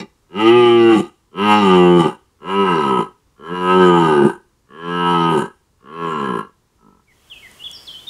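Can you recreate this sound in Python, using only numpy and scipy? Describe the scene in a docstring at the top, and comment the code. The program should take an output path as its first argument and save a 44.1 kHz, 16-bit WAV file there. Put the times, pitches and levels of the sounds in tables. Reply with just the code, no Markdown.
"""The tail of a roar, then six full roars of a red deer stag close by in a wood, and a soft grunt.
Slow glottal pulses and puffs of turbulence ring the resonances of his long throat, which sink as he
draws the larynx down; near trunks and the deeper wood answer as diffuse echoes.
A faint hush lies under all of it. At the end a brighter outdoor hiss fades in, gliding tones make a
songbird's short phrase with echoes from the trees, and two noise snaps tick near it."""
import sys
import numpy as np
from scipy import signal
from scipy.fft import rfft, irfft, next_fast_len
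from scipy.io import wavfile
from scipy.ndimage import uniform_filter1d, map_coordinates

SR = 44100
rng = np.random.default_rng(int(sys.argv[2]) if len(sys.argv) > 2 else 0)


def materialize(psi):
    """Save the field psi as 16-bit PCM at rate SR to the path in sys.argv[1].

    A 1-D psi becomes a single channel; in a 2-D psi each row is a channel.
    """
    bounded = np.clip(np.atleast_2d(psi).T, -1, 1)
    quanta = np.round(bounded * 32767).astype(np.int16)
    wavfile.write(sys.argv[1], SR, quanta)


N = 356769

# Vocal fold rate before its small drift, one arch a call: time_s, pitch_hz
FOLD_PITCH = [
    [(0, 83.39), (.06, 54.55)],
    [(.29, 72.87), (.39, 107.1), (.5, 116.4), (.56, 122.2), (.68, 118.6), (.88, 114.9), (.95, 108.5),
     (.99, 94.2), (1.1, 60.1)],
    [(1.31, 67.26), (1.39, 98.76), (1.45, 105.2), (1.59, 104.8), (1.64, 98.8), (1.69, 93), (1.78, 89.68),
     (1.97, 87.47), (2.08, 72.48), (2.17, 44.72)],
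    [(2.39, 64.18), (2.49, 95), (2.56, 99.53), (2.62, 98.68), (2.68, 91.62), (2.75, 81.52), (2.83, 71.2),
     (3.0, 58.3), (3.12, 37.51)],
    [(3.36, 57.68), (3.45, 80.3), (3.53, 89.36), (3.78, 92.93), (3.9, 88.3), (4.02, 83.95), (4.14, 73.7),
     (4.23, 69.32), (4.4, 40.14)],
    [(4.66, 54.13), (4.78, 81.97), (4.86, 86.08), (4.94, 87.76), (5.1, 86.88), (5.31, 82.45), (5.39, 70.32),
     (5.44, 51.2), (5.52, 39.9)],
    [(5.79, 51.35), (5.9, 75.46), (5.96, 83.84), (6.02, 84.5), (6.09, 81.85), (6.17, 73.94), (6.26, 66.5),
     (6.35, 58.2), (6.5, 41.17)],
    [(6.78, 59.2), (7.03, 36.72)],
]

# Throat resonances in groups from low to high, before the throat length scales them:
# centre_hz, width_hz (of one pole, when the throat is taut), level_db (balance within the group)
BOOM = [(194.6, 79.4, 0)]
BODY = [(383, 83, 20), (527, 56, 0)]
VOWEL = [(979, 104.5, 1.5)]
BLARE = [(1298.5, 46, 0.5), (1597, 110, -11)]
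EDGE = [(2040, 150, 1.5), (2350, 160, -0.97)]
RING = [(2640, 130, -7.5), (2832, 190, 4), (3028, 110, 2.5)]
RASP = [(3973, 240, 3.5), (4590, 97, -2.5), (5650, 620, -6)]
SPIT = [(7210, 920, -3), (8680, 210, -1), (9700, 900, -1), (10460, 1100, -6), (13000, 1000, -22)]

# Loudness of each call: time_s, deep_db (boom and body), middle_db (vowel and blare; also leads the treble)
FADING_ROAR = [(0, -13, -30), (.018, -32.5, -38.5), (.06, -37, -59)]
FULL_ROARS = [
    [(0.29, -62.5, -68), (0.31, -46, -57), (0.368, -22.5, -31.5), (0.41, -18.5, -19.5),
     (0.444, -11.5, -22.5), (0.478, -7.5, -16), (0.516, -7.5, -20), (0.668, -10, -19.5), (0.846, -8, -23),
     (0.92, -8.5, -19), (1.004, -13.5, -27), (1.02, -21.5, -35), (1.1, -51, -50)],
    [(1.31, -62.5, -70), (1.35, -36.5, -44.5), (1.39, -22, -25.5), (1.414, -17, -22.5),
     (1.526, -15.5, -11.5), (1.598, -15.5, -19), (1.734, -9, -16), (1.984, -8.5, -22), (2.01, -10.5, -16.5),
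     (2.026, -20.5, -19.5), (2.062, -11.5, -20), (2.16, -48, -47.5), (2.17, -41, -58)],
    [(2.39, -68, -68), (2.426, -39, -43), (2.504, -24, -23), (2.606, -13, -19), (2.642, -15.5, -20.5),
     (2.686, -19, -17.5), (2.784, -15.5, -20.5), (2.822, -21.5, -20.5), (2.93, -16.5, -19),
     (2.98, -19.5, -19), (3.004, -12.5, -18), (3.022, -25.5, -24), (3.12, -50.5, -61)],
    [(3.36, -81, -65.5), (3.4, -41, -50), (3.474, -33.5, -32), (3.53, -22, -30.5), (3.556, -28, -25),
     (3.596, -24, -26.5), (3.712, -15, -14), (3.78, -9, -19.5), (3.822, -8, -15.5), (4.078, -15, -17),
     (4.272, -7.5, -23.5), (4.3, -26.5, -26.5), (4.4, -53, -56.5)],
    [(4.66, -83, -73), (4.682, -63, -66), (4.71, -46, -48), (4.888, -25, -27), (5.072, -20, -17.5),
     (5.114, -18.5, -18), (5.306, -17.5, -17.5), (5.372, -13.5, -22), (5.42, -20.5, -22.5),
     (5.444, -26, -33), (5.454, -32, -28.5), (5.468, -33.5, -34.5), (5.52, -59, -58)],
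    [(5.79, -81, -69), (5.802, -71.5, -65), (5.84, -47, -53), (5.87, -44.5, -43.5), (6.046, -22, -24.5),
     (6.082, -22, -24), (6.17, -27, -24), (6.25, -20.5, -23.5), (6.264, -23.5, -22.5), (6.38, -21.5, -26),
     (6.386, -46, -25.5), (6.392, -26, -22.5), (6.5, -56.5, -58)],
]
GRUNT = [(6.78, -78, -69.5), (6.82, -56, -60), (6.87, -49, -55), (7.0, -63, -61.5), (7.04, -75.5, -76)]

# Build of each call: low_third_hz (third formant at full stretch), low_fourth_hz, sink (share by which
# the slack throat raises the fourth), pull_s (larynx pull time constant), breaking (roughness at the break, 0-1),
# body_db (over boom), blare_db (over vowel), fifth_db (added to the fifth formant),
# edge_db, ring_db (both over middle), rasp_db (over ring), spit_db (over middle); the last two before roughness
CALL_SHAPES = [(844, 1200, .01, .1, 1, 2, -2, 0.5, -1.5, -5, 0, 0.5),
               (802, 1165, .14, 0.19, 0.97, 7, 1.5, -4, -9, -5.5, -3, 3),
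               (881.4, 1175, .15, 0.17, 0.6, 4.5, 0, -4, -12.5, -7, -3.5, 3.5),
               (973, 1270, 0.057, .12, .5, 6, -2.5, -0.5, -14.5, -10.5, -2.5, 0.5),
               (895, 1205, .16, 0.33, 0.8, 7, -0.5, 0.5, -18, -11, -1.5, 2),
               (903, 1220, 0.183, 0.34, 0.7, 5, -1.5, 0, -18, -9.5, -3, 0),
               (1008, 1310, 0.069, 0.39, 0.6, 3, -6, 0.5, -17.5, -13, 0, -1.5),
               (963, 1290, 0.021, 1.5, 0.06, -3.5, 1.5, -10, -22, -18.5, 0, -5)]

# Bird whistles: start_s, length_s, first_hz, middle_hz, last_hz, level_db (relative)
WHISTLES = [(7.071, .06, 2250, 2180, 1800, -55), (7.299, 0.044, 3470, 3090, 2570, -34),
            (7.352, 0.033, 2620, 2530, 2565, -41), (7.422, 0.057, 2200, 2080, 1716, -39.5),
            (7.593, .045, 2820, 2880, 3163, -35.5), (7.636, 0.045, 3150, 3447, 2687, -28),
            (7.729, .05, 5700, 5216, 4420, -34), (7.868, 0.015, 4700, 4090, 3683, -36.5),
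            (7.875, 0.045, 3550, 3240, 3182, -31), (7.935, .07, 3030, 3080, 3587, -35.5),
            (8.069, .035, 3650, 3650, 3400, -29.5)]
# Small ticks of twigs or drips near the bird: start_s, level_db (relative)
TICKS = [(7.5143, -35), (7.714, -26)]
# Colour of the ticks: pitch_hz, density_db (per Hz, relative)
TICK_COLOUR = [(1500, -38.5), (5500, -3.5), (9000, 2), (15000, -19.5)]

# Colour of the still wood, then of the open air: pitch_hz, density_db (per Hz, relative)
HUSH_COLOUR = [(15, -23.5), (25, -12), (60, -7.5), (219, -20), (430, -21), (650, -32), (1000, -24.5),
               (1500, -31.5), (2560, -36), (7000, -36.5), (11500, -42.5), (15000, -46.5)]
HISS_COLOUR = [(18, -30), (30, -6.5), (92, 0.5), (197, -3), (420, -6), (575, -8), (1110, -8), (1200, -9.5),
               (2360, -12.5), (3230, -5), (3590, -14), (8280, -14.5), (15500, -21.5)]
# Fade-in of the open air: time_s, level_db
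HISS_LEVEL = [(6.95, -100), (7.124, -62.5), (7.352, -52), (7.6, -48.5), (8.09, -48.5)]

# Echo of the deeper wood: pitch_hz, t60_s
DEEP_WOOD = [(100, 0.21), (400, 0.39), (1200, 0.34), (3000, 0.43), (10000, 0.66)]
# What the deeper wood returns: pitch_hz, level_db (relative)
DEEP_RETURN = [(100, -1), (400, 0), (1200, 4), (3000, 5), (10000, 3)]
# Echoes of the near trunks, of the trees round the bird, and the short scatter on each pulse: pitch_hz, t60_s
NEAR_TRUNKS = [(150, 0.14), (1500, .24), (9000, 0.067)]
BIRD_TREES = [(2000, 0.406), (6000, 0.68)]
PULSE_SCATTER = [(1000, 0.12), (9000, .04)]

SPRING_S, SPRING_BACK = .13, 0.45  # the larynx rises again over the end of a call: time, share of the way
THIRD_FOLLOWS = 1.49  # the third formant moves this much further than the fourth
ROUGH_HELD, ROUGH_SLACK = .04, .15  # roughness of a held note; extra while the throat is slack
BREAK_OCTAVES_PER_S = 5.0  # a pitch that falls this fast brings the full roughness of the break
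BOOM_TUNING_DB, BODY_TUNING_DB, MIDDLE_TUNING_DB = 3.0, 4.0, 2.5  # weight when a partial meets a resonance
BRIGHT_DB_PER_OCTAVE, PLAIN_HZ = 5.5, 92  # tense folds close harder: treble against pitch
TIRING_DB_PER_S = 4.5  # the treble fades as the air runs out
SLACK_DAMPING = 1.34  # a slack throat's resonances are this many times wider, so single pulses stand apart
HUSH_DB = -60.5  # rms level of the still wood, before its slow drift
TOP_HZ = 15720  # band limit at the microphone


def stag():
    """Pulses and turbulence ring the throat; the two highest groups take the most turbulence."""
    age, left, deep, middle, build = calls()
    (low_third, low_fourth, sink, pull, breaking, body_db,
     blare_db, fifth_db, edge_db, ring_db, rasp_db, spit_db) = build

    # the larynx is drawn down during a call and springs back at its end
    untensed = np.exp(-age / pull)
    slack = untensed + SPRING_BACK * np.clip(1 - left / SPRING_S, 0, 1)
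    third = low_third * (1 + THIRD_FOLLOWS * sink * slack) / VOWEL[0][0]
    shortness = low_fourth * (1 + sink * slack) / BLARE[0][0]  # a shorter throat raises every resonance

    # the folds turn uneven as their pitch falls
    pitch = curves(sum(FOLD_PITCH, []))[0]
    fall = uniform_filter1d(-np.gradient(np.log2(pitch)) * SR, size=2600)  # octaves per second
    break_rough = breaking * np.clip(fall / BREAK_OCTAVES_PER_S, 0, 1)
    rough = np.clip(ROUGH_HELD + ROUGH_SLACK * untensed + break_rough, 0, 1)
    pitch = pitch * (1 + .0015 * wobble(14))  # the folds never hold quite still

    pulses, puffs = glottis(pitch, rough)
    pulses, puffs = radiated([pulses, puffs], edge_hz=169, order=3)  # the mouth is too small for deep bass
    # a very short scatter makes neighbouring upper partials unequal; it grows as the throat stretches
    scatter = echo(radiated(pulses, edge_hz=1300, order=2), PULSE_SCATTER, onset=.001)
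    pulses = pulses + amp(-1.5) * (1 - untensed) * scatter

    def tuning(modes, scale):
        """Positive when a partial sits on the resonance, negative between two; wide spacing deepens it."""
        return np.cos(2 * np.pi * modes[0][0] * scale / pitch) * pitch / PLAIN_HZ

    boom_scale, body_scale = shortness ** 0.4, third ** 0.8
    body_tuning = BODY_TUNING_DB * tuning(BODY, body_scale)
    boom_tuning = BOOM_TUNING_DB * tuning(BOOM, boom_scale)
    boom, body = deep * split(body_db + body_tuning - boom_tuning)
    middle_tuning = MIDDLE_TUNING_DB * (tuning(BLARE, shortness) - tuning(VOWEL, third))
    vowel, blare = middle * split(blare_db + middle_tuning)

    treble = middle * amp(BRIGHT_DB_PER_OCTAVE * np.log2(pitch / PLAIN_HZ) - TIRING_DB_PER_S * age)
    edge, ring = treble * amp(edge_db), treble * amp(ring_db)
    # a rough voice has more treble
    rasp = ring * amp(rasp_db - 18.5 + 16.5 * rough + 3.1 * wobble(17))
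    spit = middle * amp(spit_db - 35.5 + 19 * rough + 1.8 * wobble(26))

    def group(modes, scale, turbulence, drift_db):
        """Neighbouring resonances held at unit level; the soft walls keep shifting their balance."""
        drive = pulses + turbulence * puffs
        rung = np.zeros(N)
        for hz, width, db in modes:
            gain = amp(db + drift_db * wobble(7))
            rung += gain * formant(drive, hz * scale, width, damped=np.clip(slack, 0, 1))
        return steady(bounced(rung))

    stir = .04 + .9 * rough  # turbulence against the pulses
    fourth, (fifth_hz, fifth_width, fifth_rest_db) = BLARE
    blare_modes = [fourth, (fifth_hz, fifth_width, fifth_rest_db + fifth_db)]
    voice = amp(1.33) * boom * group(BOOM, boom_scale, .5 * stir, drift_db=4)
    voice += amp(-1.19) * body * group(BODY, body_scale, .5 * stir, drift_db=3.5)
    voice += amp(0.3) * vowel * group(VOWEL, third, stir, drift_db=0.5)
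    voice += blare * group(blare_modes, shortness, stir, drift_db=3.0)
    voice += edge * group(EDGE, shortness ** 0.2, 1.3 * stir, drift_db=2)
    voice += ring * group(RING, shortness ** 0.1, stir, drift_db=7.5)
    voice += rasp * group(RASP, shortness ** 0.4, 1.9 + 3 * stir, drift_db=0.5)
    voice += spit * group(SPIT, shortness ** 0.2, 0.67 + 3 * stir, drift_db=4)
    return side_branch(voice, third)


def calls():
    """Per sample: time since the call began, time left in it, its deep and middle gain, and its build."""
    t = np.arange(N) / SR
    levels = [FADING_ROAR, *FULL_ROARS, GRUNT]
    start, end = np.array([(rows[0][0], rows[-1][0]) for rows in levels]).T
    # the throat takes up the next call's build 50 ms ahead of its start
    which = np.maximum(np.searchsorted(start, t + .05) - 1, 0)
    deep, middle = sum(amp(curves(rows)) * gate(rows, fade=0.0058) for rows in levels)
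    age = np.maximum(t - start[which], 0)
    return age, end[which] - t, deep, middle, np.array(CALL_SHAPES)[which].T


def glottis(pitch, rough, jitter=.07, shimmer_db=3.5, puff_decay=1.6):
    """Closures of the folds, uneven when rough, and the puff of turbulence that follows each."""
    cycles = np.cumsum(pitch * (1 + 0.01 * rough * wobble(30))) / SR
    at = np.interp(np.arange(1, int(cycles[-1])), cycles, np.arange(N))  # sample of each closure
    chance = rng.standard_normal((len(at), 2))
    here = at.astype(int)
    shift = jitter * rough[here] ** 2 * chance[:, 0] * SR / pitch[here]
    at = np.clip(at + shift, 8, N - 10)
    size = amp(shimmer_db * rough[here] * chance[:, 1])
    # a windowed sinc sets each pulse between samples
    taps = at.astype(int)[:, None] + np.arange(-7, 9)
    offset = taps - at[:, None]
    shape = np.sinc(offset) * np.cos(np.pi * offset / 16) ** 2
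    pulses = np.bincount(taps.ravel(), (size[:, None] * shape).ravel(), N)
    puffs = np.exp(-puff_decay * (cycles % 1)) + .1
    return unit(pulses), unit(puffs * rng.standard_normal(N))


def formant(x, hz, width, damped=0):
    """A gliding resonance with steep skirts (two equal poles), cross-faded into a wider one when damped."""
    turn = np.exp(2j * np.pi * np.cumsum(np.ones(N) * hz) / SR)
    base = x * turn.conj()  # the resonance moved down to 0 Hz

    def rung(pole_width):
        """The two-pole lowpass at 0 Hz, moved back up to the resonance."""
        r = np.exp(-np.pi * pole_width / SR)
        return (turn * signal.lfilter([(1 - r) ** 2], [1, -2 * r, r * r], base)).real

    narrow, wide = rung(width), rung(width * SLACK_DAMPING)
    return narrow + damped * (wide - narrow)


def side_branch(x, scale, notch_hz=685, width_hz=200, depth=0.56):
    """A side cavity of the throat swallows one band, which sinks as the throat lengthens."""
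    return x - 2 * depth * formant(x, notch_hz * scale, width_hz)


def radiated(x, edge_hz, order):
    """A small opening radiates little of the bass below edge_hz."""
    return signal.sosfilt(signal.butter(order, edge_hz, "high", fs=SR, output="sos"), x)


def bounced(x, delay=0.002456, share=0.36):
    """x and its reflection, delay seconds later, off the leafy ground, which swallows the treble."""
    return filtered(x, lambda hz: 1 + share * np.exp(-2j * np.pi * hz * delay) / (1 + (hz / 5000) ** 2))


def echo(x, t60s, onset):
    """Diffuse answer of energy 1 that builds up over onset seconds; each frequency dies at its own speed."""
    hz, t, z = signal.stft(rng.standard_normal(SR), SR, nperseg=256)
    decay = amp(-60 * t / along(t60s, hz)[:, None])
    tail = signal.istft(z * decay * (1 - np.exp(-t / onset)), SR, nperseg=256)[1]
    return signal.fftconvolve(x, tail / np.linalg.norm(tail))[:N]


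def bird():
    """Whistles that glide along a parabola with a fine quaver, and a long answer from the trees."""
    song, t = np.zeros(N), np.arange(N) / SR
    quaver, flutter = 1 + 0.019 * wobble(350), amp(2.2 * wobble(120))
    for start, length, first, middle, last, db in WHISTLES:
        u = np.clip((t - start) / length, 0, 1)
        hz = np.polyval(np.polyfit([0, .5, 1], [first, middle, last], 2), u)
        swell = np.sqrt(8 * u * (1 - u))  # silent before and after the whistle
        song += amp(db) * swell * flutter * np.sin(2 * np.pi * np.cumsum(hz * quaver) / SR)
    return amp(-2.0) * song + amp(-5.5) * echo(song, BIRD_TREES, onset=0.01)


def ticks(decay=0.0094):
    """Tiny dry snaps: bursts of coloured noise that fall 60 dB in decay seconds."""
    t = np.arange(N) / SR
    snaps = sum(amp(db - 60 * np.abs(t - start) / decay) * (t >= start) for start, db in TICKS)
    return amp(-4.5) * snaps * noise(TICK_COLOUR)


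def open_air():
    """A brighter outdoor hiss of coloured noise that fades in at the end."""
    fade = np.clip((np.arange(N) / SR - HISS_LEVEL[0][0]) / 0.13, 0, 1)
    return amp(curves(HISS_LEVEL)[0]) * fade * noise(HISS_COLOUR)


def still_wood():
    """The faint hush of the wood: coloured noise whose level drifts slowly."""
    return amp(HUSH_DB + 0.7 * wobble(1.3)) * noise(HUSH_COLOUR)


def amp(db):
    """Decibels to gain."""
    return 10 ** (np.asarray(db) / 20)


def unit(x):
    """x at rms 1."""
    return x / np.sqrt(np.mean(x ** 2) + 1e-20)


def split(lead_db):
    """Two gains that share a power of 1, the second leading by lead_db."""
    return np.array([np.ones(N), amp(lead_db)]) / np.hypot(1, amp(lead_db))


def along(points, hz):
    """(Hz, value) points read on a log frequency axis."""
    f, v = np.transpose(points)
    return np.interp(np.log(hz + 1), np.log(f + 1), v)


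def curves(rows):
    """One value per sample for each column after the time."""
    s, *cols = np.transpose(rows)
    return [np.interp(np.arange(N) / SR, s, c) for c in cols]


def gate(rows, fade):
    """1 while a table runs, fading at both ends."""
    t = np.arange(N) / SR
    return np.clip(np.minimum(t - rows[0][0], rows[-1][0] - t) / fade + .5, 0, 1)


def wobble(rate):
    """A smooth random curve, rate knots a second."""
    return map_coordinates(rng.standard_normal(int(N * rate / SR) + 4), [np.arange(N) * rate / SR])


def filtered(x, response):
    """x times a response of frequency."""
    m = next_fast_len(N + SR // 2)
    return irfft(rfft(x, m) * response(np.fft.rfftfreq(m, 1 / SR)), m)[:N]


def noise(spectrum):
    """Coloured noise of rms 1."""
    return unit(filtered(rng.standard_normal(N), lambda hz: amp(along(spectrum, hz))))


def steady(x, size=1800):
    """x with its slow level held at 1; single pulses keep their shape."""
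    power = uniform_filter1d(uniform_filter1d(x ** 2, size), size)
    return x / np.sqrt(np.abs(power) + 1e-14)


def scene():
    """The stag close by, answered by near trunks and then by the deeper wood, with bird and air behind."""
    roar = stag()
    near = amp(-16.5) * echo(roar, NEAR_TRUNKS, onset=.004)
    returned = filtered(roar, lambda hz: amp(along(DEEP_RETURN, hz)))
    far = amp(-27) * echo(returned, DEEP_WOOD, onset=.03)
    return (roar + near + far + bird() + ticks() + open_air() + still_wood())[None]


def record(dry):
    """The microphone channel: peaks round off at full scale; nothing is kept above the band limit."""
    rounded = dry[0] / (1 + np.abs(dry[0]) ** 12) ** (1 / 12)
    return filtered(rounded, lambda hz: hz < TOP_HZ)[None]


dry = scene()
out = record(dry)
materialize(out)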